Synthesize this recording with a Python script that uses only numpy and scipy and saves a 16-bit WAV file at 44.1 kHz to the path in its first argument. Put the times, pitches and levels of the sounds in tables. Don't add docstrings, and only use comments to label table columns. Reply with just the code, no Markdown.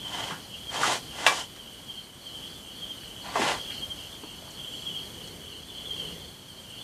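import sys
import numpy as np
from scipy import signal
from scipy.fft import rfft, irfft, next_fast_len
from scipy.io import wavfile
from scipy.ndimage import uniform_filter1d

SR = 44100
rng = np.random.default_rng(int(sys.argv[2]) if len(sys.argv) > 2 else 0)


def unload_wav(signal):
    wavfile.write(
        sys.argv[1],
        SR,
        np.round(np.clip(np.atleast_2d(signal).T, -1, 1) * 32767).astype(np.int16),
    )


N = 301203

# (time [s], level [dB])
SLOW_SWELL = [(0, 1), (.25, 3.5), (.48, 0), (.9, 3), (1.6, -1), (1.98, -0.5), (2.13, -3), (2.42, 1.5),
              (2.66, -.8), (2.88, 1), (3.2, 1), (3.7, 3.5), (4.3, 0), (4.98, 2.5), (5.65, -1.2), (6.06, 3),
              (6.4, -2.5), (6.83, 0.1)]


def near_cricket(second_stroke_db=-1.1, second_stroke_hz=-24.5):
    # (middle of first stroke [s], gap to second [s], level [dB], pitch [Hz])
    chirps = [(0.062, 0.082, -36.5, 3134), (0.547, 0.086, -46, 3174), (.693, 0.083, -35, 3200),
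              (1.093, 0.072, -45.5, 3140), (1.599, 0.082, -44, 3160), (1.902, 0.084, -37.5, 3182),
              (2.273, 0.092, -40, 3133), (2.6, 0.09, -50, 3070), (2.832, .079, -36, 3210),
              (3.605, .09, -38.5, 3260), (3.832, .084, -32.5, 3210), (4.675, .08, -39, 3214),
              (4.877, 0.088, -31.5, 3250), (5.79, 0.072, -45, 3336), (5.914, 0.085, -32, 3195),
              (6.501, 0.094, -46.5, 3176)]
    out = np.zeros(N)
    for s, gap, db, hz in chirps:
        for k in (0, 1):
            stroke = syllable(hz + k * second_stroke_hz, length_s=0.054, fall=0.069)
            add(out, s + k * gap - len(stroke) / SR / 2, from_db(db + k * second_stroke_db) * stroke)
    return out + from_db(-5.5) * reflections(out, t60=0.22)


def chorus(trill_db=-50.5, trill_hz=3170, low_hz=2832, low_db=4.5, low_db_per_hz=-0.0552):
    # (middle [s], length [s], level [dB], pitch [Hz])
    chirps = [(0.054, 0.25, -42, 3204), (0.222, 0.28, -39.5, 3140), (0.55, 0.12, -43.5, 3060),
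              (0.648, 0.16, -45, 3230), (0.863, .2, -52, 3040), (1.152, 0.155, -47, 3023),
              (1.39, 0.18, -39.5, 3135), (1.712, 0.29, -51.5, 3090), (1.947, 0.22, -48, 3136),
              (2.333, .18, -45.5, 3170), (2.448, 0.13, -42, 3180), (2.55, 0.17, -48.5, 3350),
              (2.696, 0.18, -47.5, 3070), (2.863, 0.33, -45, 3216), (3.077, 0.24, -47.5, 3070),
              (3.2, 0.14, -45.5, 3150), (3.618, 0.21, -42, 3260), (3.746, 0.27, -42, 3054),
              (4.024, 0.16, -43, 3084), (4.143, 0.12, -46, 3320), (4.305, 0.22, -48, 3020),
              (4.46, 0.21, -54, 3280), (4.626, 0.16, -40.5, 3170), (4.746, 0.15, -40.5, 3170),
              (4.936, 0.35, -39.5, 3153), (5.22, 0.25, -46.5, 3140), (5.528, 0.31, -45.5, 3105),
              (5.705, 0.052, -44.5, 3330), (5.784, 0.2, -43, 3160), (5.909, 0.21, -40.5, 3250),
              (6.044, 0.25, -39.5, 3080), (6.226, 0.21, -49, 3320), (6.74, 0.22, -47, 3060),
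              (6.83, .13, -43, 3290)]
    t = np.arange(N) / SR
    parts = [(from_db(trill_db + 0.87 * in_time(SLOW_SWELL)), trill_hz)]
    for s, length, db, hz in chirps:
        arch = np.cos(np.pi * np.clip((t - s) / length, -.5, .5))
        parts.append((from_db(db) * arch, hz))
    power = sum(gain ** 2 for gain, hz in parts)
    pitch = sum(gain ** 2 * hz for gain, hz in parts) / power
    low_power = sum((gain * from_db(low_db + low_db_per_hz * (hz - low_hz))) ** 2 for gain, hz in parts)
    high = voices(pitch, spread=0.0631, fall=0.116, top_hz=3760)
    low = voices(np.full(N, low_hz), spread=0.0453, fall=0.092, top_hz=3260)
    return np.sqrt(power) * high + np.sqrt(low_power) * low


def voices(pitch, spread, fall, top_hz, strokes=2000):
    out = np.zeros(N)
    starts = np.linspace(0, N - 1, strokes).astype(int)
    for i, (late, detune, size) in zip(starts, rng.uniform(-1, 1, (strokes, 3))):
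        stroke = syllable(pitch[i] * (1 + spread * detune), length_s=0.0297, fall=fall)
        add(out, i / SR - .02 + .008 * late, from_db(2.5 * size) * stroke)
    out = out + 0.46 * reflections(out, t60=0.13)
    out = signal.sosfiltfilt(signal.butter(24, top_hz, fs=SR, output="sos"), out)
    local_power = uniform_filter1d(out ** 2, size=2800)
    return out / np.sqrt(local_power + 1e-12)


def syllable(hz, length_s, fall):
    u = np.linspace(-.5, .5, max(int(length_s * SR), 8))
    cycles = np.cumsum(hz * (1 - fall * u)) / SR + rng.random()
    return np.sqrt(2) * np.cos(np.pi * u) ** 2 * np.sin(2 * np.pi * cycles)


def scuffs(rub_exponent=1.72, hiss_exponent=1.4):
    # (start [s], attack [s], hold [s], release [s], friction level [dB], hiss level [dB])
    slides = [(-.02, 0.17, 0.11, 0.18, -35, -44.5), (0.673, 0.083, 0.049, 0.063, -31.5, -40),
              (0.784, 0.077, 0.071, 0.087, -25.5, -32.5), (1.071, 0.21, 0.041, 0.054, -29, -38),
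              (1.289, 0.074, 0.038, 0.081, -35, -38), (3.207, 0.055, 0.027, 0.097, -38.5, -54),
              (3.287, .15, 0.057, .14, -23.5, -36)]
    # (frequency [Hz], t60 [s], level [dB])
    modes = [(276, 0.034, -6.5), (495, 0.012, -3.5), (753, 0.011, -3), (1030, 0.034, 1.5), (1168, 0.33, 7),
             (1398, 0.04, -3), (2027, 0.038, -1)]
    # (frequency [Hz], level [dB])
    rub_spectrum = [(71, -39), (120, -6), (474, -19.5), (689, -1), (956, 1), (1070, -21), (1170, -4),
                    (1270, -11), (1390, -7.5), (1810, -4.5), (1990, -13), (2400, -8), (3180, -5),
                    (3660, -11), (5000, -18), (6500, -39), (11000, -120)]
    # (frequency [Hz], level [dB])
    hiss_spectrum = [(2000, -25), (3200, 2.5), (4500, 1.5), (6500, 2), (8500, -2.5), (11000, -9.5),
                     (14000, -28)]
    slips = grit(spread_db=6.5)
    hollow = sum((-1) ** k * from_db(db) * ring(slips, hz, t60) for k, (hz, t60, db) in enumerate(modes))
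    rub = 0.62 * coloured(grit(spread_db=3.0), rub_spectrum) + from_db(-5.5) * rms_one(hollow)
    hiss = coloured(grit(spread_db=-0.5), hiss_spectrum)
    catching = from_db(1.2 * drift(per_s=54))
    t, out = np.arange(N) / SR, np.zeros(N)
    for start, attack, hold, release, rub_db, hiss_db in slides:
        speed = np.interp(t, start + np.cumsum([0, attack, hold, release]), [0, 1, 1, 0])
        out += from_db(rub_db) * speed ** rub_exponent * rub
        out += from_db(hiss_db) * speed ** hiss_exponent * hiss
    return out * catching


def knocks(touch_db=19.5, crack_db=3.5, crack_t60=0.13, room_db=-7.5):
    # (time [s], level [dB], low edge [Hz], high edge [Hz], clatter t60 [s], ringing [0-1])
    blows = [(.309, -31.5, 850, 1680, 0.25, 0.29), (.312, -33, 140, 242, 0.2, .1),
             (.833, -13, 1120, 1510, 0.11, 0.39), (1.265, -4.5, 754, 3250, 0.05, 0.41),
             (1.2825, -20.5, 694, 4700, 0.064, 0.082), (1.562, -41.5, 605, 6000, 0.095, 0.3),
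             (1.805, -49, 700, 4000, .05, .2), (3.034, -44, 1400, 3000, .041, .1),
             (3.356, -17.5, 513, 1210, 0.21, 0.33), (3.395, -19, 238, 327, 0.14, 0.4),
             (3.417, -20.5, 586, 2200, 0.066, 0.45), (3.707, -37, 1360, 2980, 0.18, .1),
             (4.234, -29.5, 304, 404, 0.072, .2), (4.236, -37.5, 650, 1070, 0.039, .18),
             (4.425, -40, 250, 800, 0.05, .2), (4.478, -40.5, 350, 1200, 0.063, .22),
             (4.508, -44, 5600, 7200, .07, .1), (5.275, -43, 5200, 6820, .06, .1)]
    # (frequency [Hz], level [dB], t60 [s])
    body = [(289, -11, .25), (524, -17, .25), (736, -12, .3), (808, -19, .25), (1086, -11, .18),
            (1148, -10, .22), (1368, -19, .18), (1655, -17, .13), (1900, -13, .12), (2040, -16, .12),
            (2336, -7, .16), (2775, -14, .17), (3042, -12, .11), (3390, -18, .12), (3516, -15, .13),
            (4175, -13, .07), (5443, -14, .08), (5726, -13, .13)]
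    out, t = np.zeros(N), np.arange(SR // 2) / SR
    for s, db, low_hz, high_hz, t60, ringing in blows:
        contact_hz = low_hz, np.clip(high_hz, 1.1 * low_hz, 15000)
        touch = from_db(touch_db) * (t == 0)
        clatter = band_pass(rng.standard_normal(len(t)) + touch, *contact_hz)
        clatter = clatter / np.std(clatter[t < .02]) * from_db(-3.5 - 60 * t / t60)
        modes = sum(from_db(mode_db - 60 * t / life) * np.sin(2 * np.pi * hz * t) * rng.choice([-1, 1])
                    for hz, mode_db, life in body)
        crack = band_pass(rng.standard_normal(len(t)), 900, 7500)
        crack *= from_db(crack_db - 60 * t / crack_t60) * (1 - np.exp(-t / 0.0017))
        blow = (1 - ringing / 2) * clatter + ringing * band_pass(modes, *contact_hz)
        blow += ringing ** 2 * crack
        add(out, s, from_db(db) * blow)
    return out + from_db(room_db) * reflections(out, t60=0.18)


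def rustle():
    # (time [s], level [dB])
    envelope = [(4.6, -88), (4.95, -59), (5.35, -53.5), (5.7, -61.5), (6.07, -50), (6.25, -54.5),
                (6.45, -83)]
    # (frequency [Hz], level [dB])
    cloth_spectrum = [(260, -2), (430, 16), (560, 10), (800, -35), (1700, -7), (2150, 5), (2600, -34)]
    bump_spectrum = [(50, -12), (75, 6.5), (120, -10), (170, 5.5), (230, -25)]
    friction = coloured(grit(spread_db=1.5), cloth_spectrum)
    bumping = coloured(rng.standard_normal(N), bump_spectrum)
    return from_db(in_time(envelope)) * (friction + bumping)


def high_cricket(period_s=0.2518, stroke_gap_s=0.035, pitch_hz=4350):
    # (time [s], level [dB])
    envelope = [(0, -63), (.3, -71), (.8, -60), (1.76, -64), (2.01, -52), (3.02, -52.5), (3.27, -48.5),
                (3.78, -46.5), (4.03, -68), (4.28, -53.5), (5.04, -51.5), (6.83, -58)]
    # (frequency [Hz], level [dB])
    haze_spectrum = [(3800, -29), (4150, -0.5), (4420, -4), (4650, -2.0), (5000, -9.0)]
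    out = np.zeros(N)
    for s in np.arange(0, N / SR, period_s):
        db = np.interp(s, *np.transpose(envelope))
        for k in (-1, 0, 1):
            stroke = syllable(pitch_hz * (1 + 0.0174 * rng.standard_normal()), length_s=0.0384, fall=0.218)
            add(out, s - .03 + k * stroke_gap_s, from_db(db + 2 * rng.uniform(-1.1, 1)) * stroke)
    haze = coloured(rng.standard_normal(N), haze_spectrum)
    out = out + from_db(-3.5) * reflections(out, t60=0.13)
    haze_db = -60 + 1.8 * in_time(SLOW_SWELL) + 3.0 * drift(per_s=16)
    return out + from_db(haze_db) * haze


def thin_insect(pitch_hz=8480, period_s=0.1036):
    out = np.zeros(N)
    for s in np.arange(.078, N / SR, period_s):
        pip = syllable(pitch_hz * (1 + 0.0049 * rng.standard_normal()), length_s=0.046, fall=0.056)
        add(out, s - .028, from_db(-62.5 + 1.5 * rng.standard_normal()) * pip)
    return out + from_db(2.0) * reflections(out, t60=.13)


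def far_trills():
    # (pitch [Hz], bandwidth [Hz], start [s], end [s], level [dB])
    trills = [(6210, 110, 2.0, 6.8, -65), (7470, 300, 4.6, 4.93, -58.5), (4150, 120, 5.5, 6.35, -60.5),
              (4420, 77, 2.6, 9.4, -63), (3600, 35, 2.79, 3.02, -57), (3420, 68, 5.6, 6.4, -59)]
    t, out = np.arange(N) / SR, np.zeros(N)
    for hz, width, start, end, db in trills:
        progress = np.clip((t - start) / (end - start), 0, 1)
        swell = np.sqrt(np.abs(np.sin(np.pi * progress)))
        band = band_pass(rng.standard_normal(N), hz - width / 2, hz + width / 2)
        out += from_db(db) * swell * rms_one(band)
    return out


def background(rumble_db=-49, hiss_db=-52):
    # (frequency [Hz], level [dB])
    rumble_spectrum = [(13, -50), (22, -13), (27, -13), (49, -2), (108, 0.5), (219, 0), (256, -2.5),
                       (294, -2), (350, -5), (410, -5.5), (561, -7.5), (815, -10), (1280, -13),
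                       (2400, -16.5), (3120, -40), (5280, -120)]
    # (frequency [Hz], level [dB])
    hiss_spectrum = [(1500, -19), (2500, 1), (3800, 3.5), (5300, -0.5), (6200, 2.5), (7000, 0), (9000, 1.5),
                     (11000, -2), (14500, -4)]
    rumble = from_db(rumble_db) * coloured(rng.standard_normal(N), rumble_spectrum)
    hiss = from_db(hiss_db) * coloured(rng.standard_normal(N), hiss_spectrum)
    return from_db(in_time(SLOW_SWELL)) * (rumble + hiss)


def reflections(x, t60):
    t = np.arange(SR) / SR
    tail = rng.standard_normal(SR) * from_db(-60 * t / t60) * (t > .004)
    return signal.fftconvolve(x, tail / np.linalg.norm(tail))[:N]


def grit(spread_db):
    return rng.standard_normal(N) * from_db(spread_db * np.minimum(rng.exponential(1, N), 5))


def ring(x, hz, t60):
    r = from_db(-60 / (t60 * SR))
    feedback = [1, -2 * r * np.cos(2 * np.pi * hz / SR), r * r]
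    return signal.lfilter([(1 - r * r) / 2, 0, (r * r - 1) / 2], feedback, x)


def band_pass(x, low_hz, high_hz):
    return signal.sosfilt(signal.butter(2, [low_hz, high_hz], "band", fs=SR, output="sos"), x)


def coloured(x, spectrum):
    hz, db = np.transpose(spectrum)
    size = next_fast_len(N)
    octave = np.log2(np.maximum(np.fft.rfftfreq(size, 1 / SR), 1))
    outside = np.abs(octave - np.clip(octave, np.log2(hz[0]), np.log2(hz[-1])))
    gain = from_db(np.interp(octave, np.log2(hz), db) - 20 * outside)
    return rms_one(irfft(rfft(x, size) * gain, size)[:N])


def drift(per_s):
    knots = rng.standard_normal(4000)
    return np.interp(np.arange(N) / SR * per_s, np.arange(len(knots)), knots)


def in_time(curve):
    return np.interp(np.arange(N) / SR, *np.transpose(curve))


def add(track, s, sound):
    i = int(round(s * SR))
    first, last = max(i, 0), min(i + len(sound), N)
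    if last > first:
        track[first:last] += sound[first - i:last - i]


def from_db(db):
    return 10 ** (np.asarray(db) / 20)


def rms_one(x):
    return x / np.sqrt(np.mean(x ** 2) + 1e-20)


def scene():
    insects = near_cricket() + chorus() + high_cricket() + thin_insect() + far_trills()
    mono = insects + scuffs() + knocks() + rustle() + background()
    return np.stack([mono, mono])


def record(dry):
    low_pass = signal.ellip(12, .1, 80, 14700, fs=SR, output="sos")
    return signal.sosfilt(low_pass, np.clip(dry, -.9, .9))


dry = scene()
out = record(dry)
unload_wav(out)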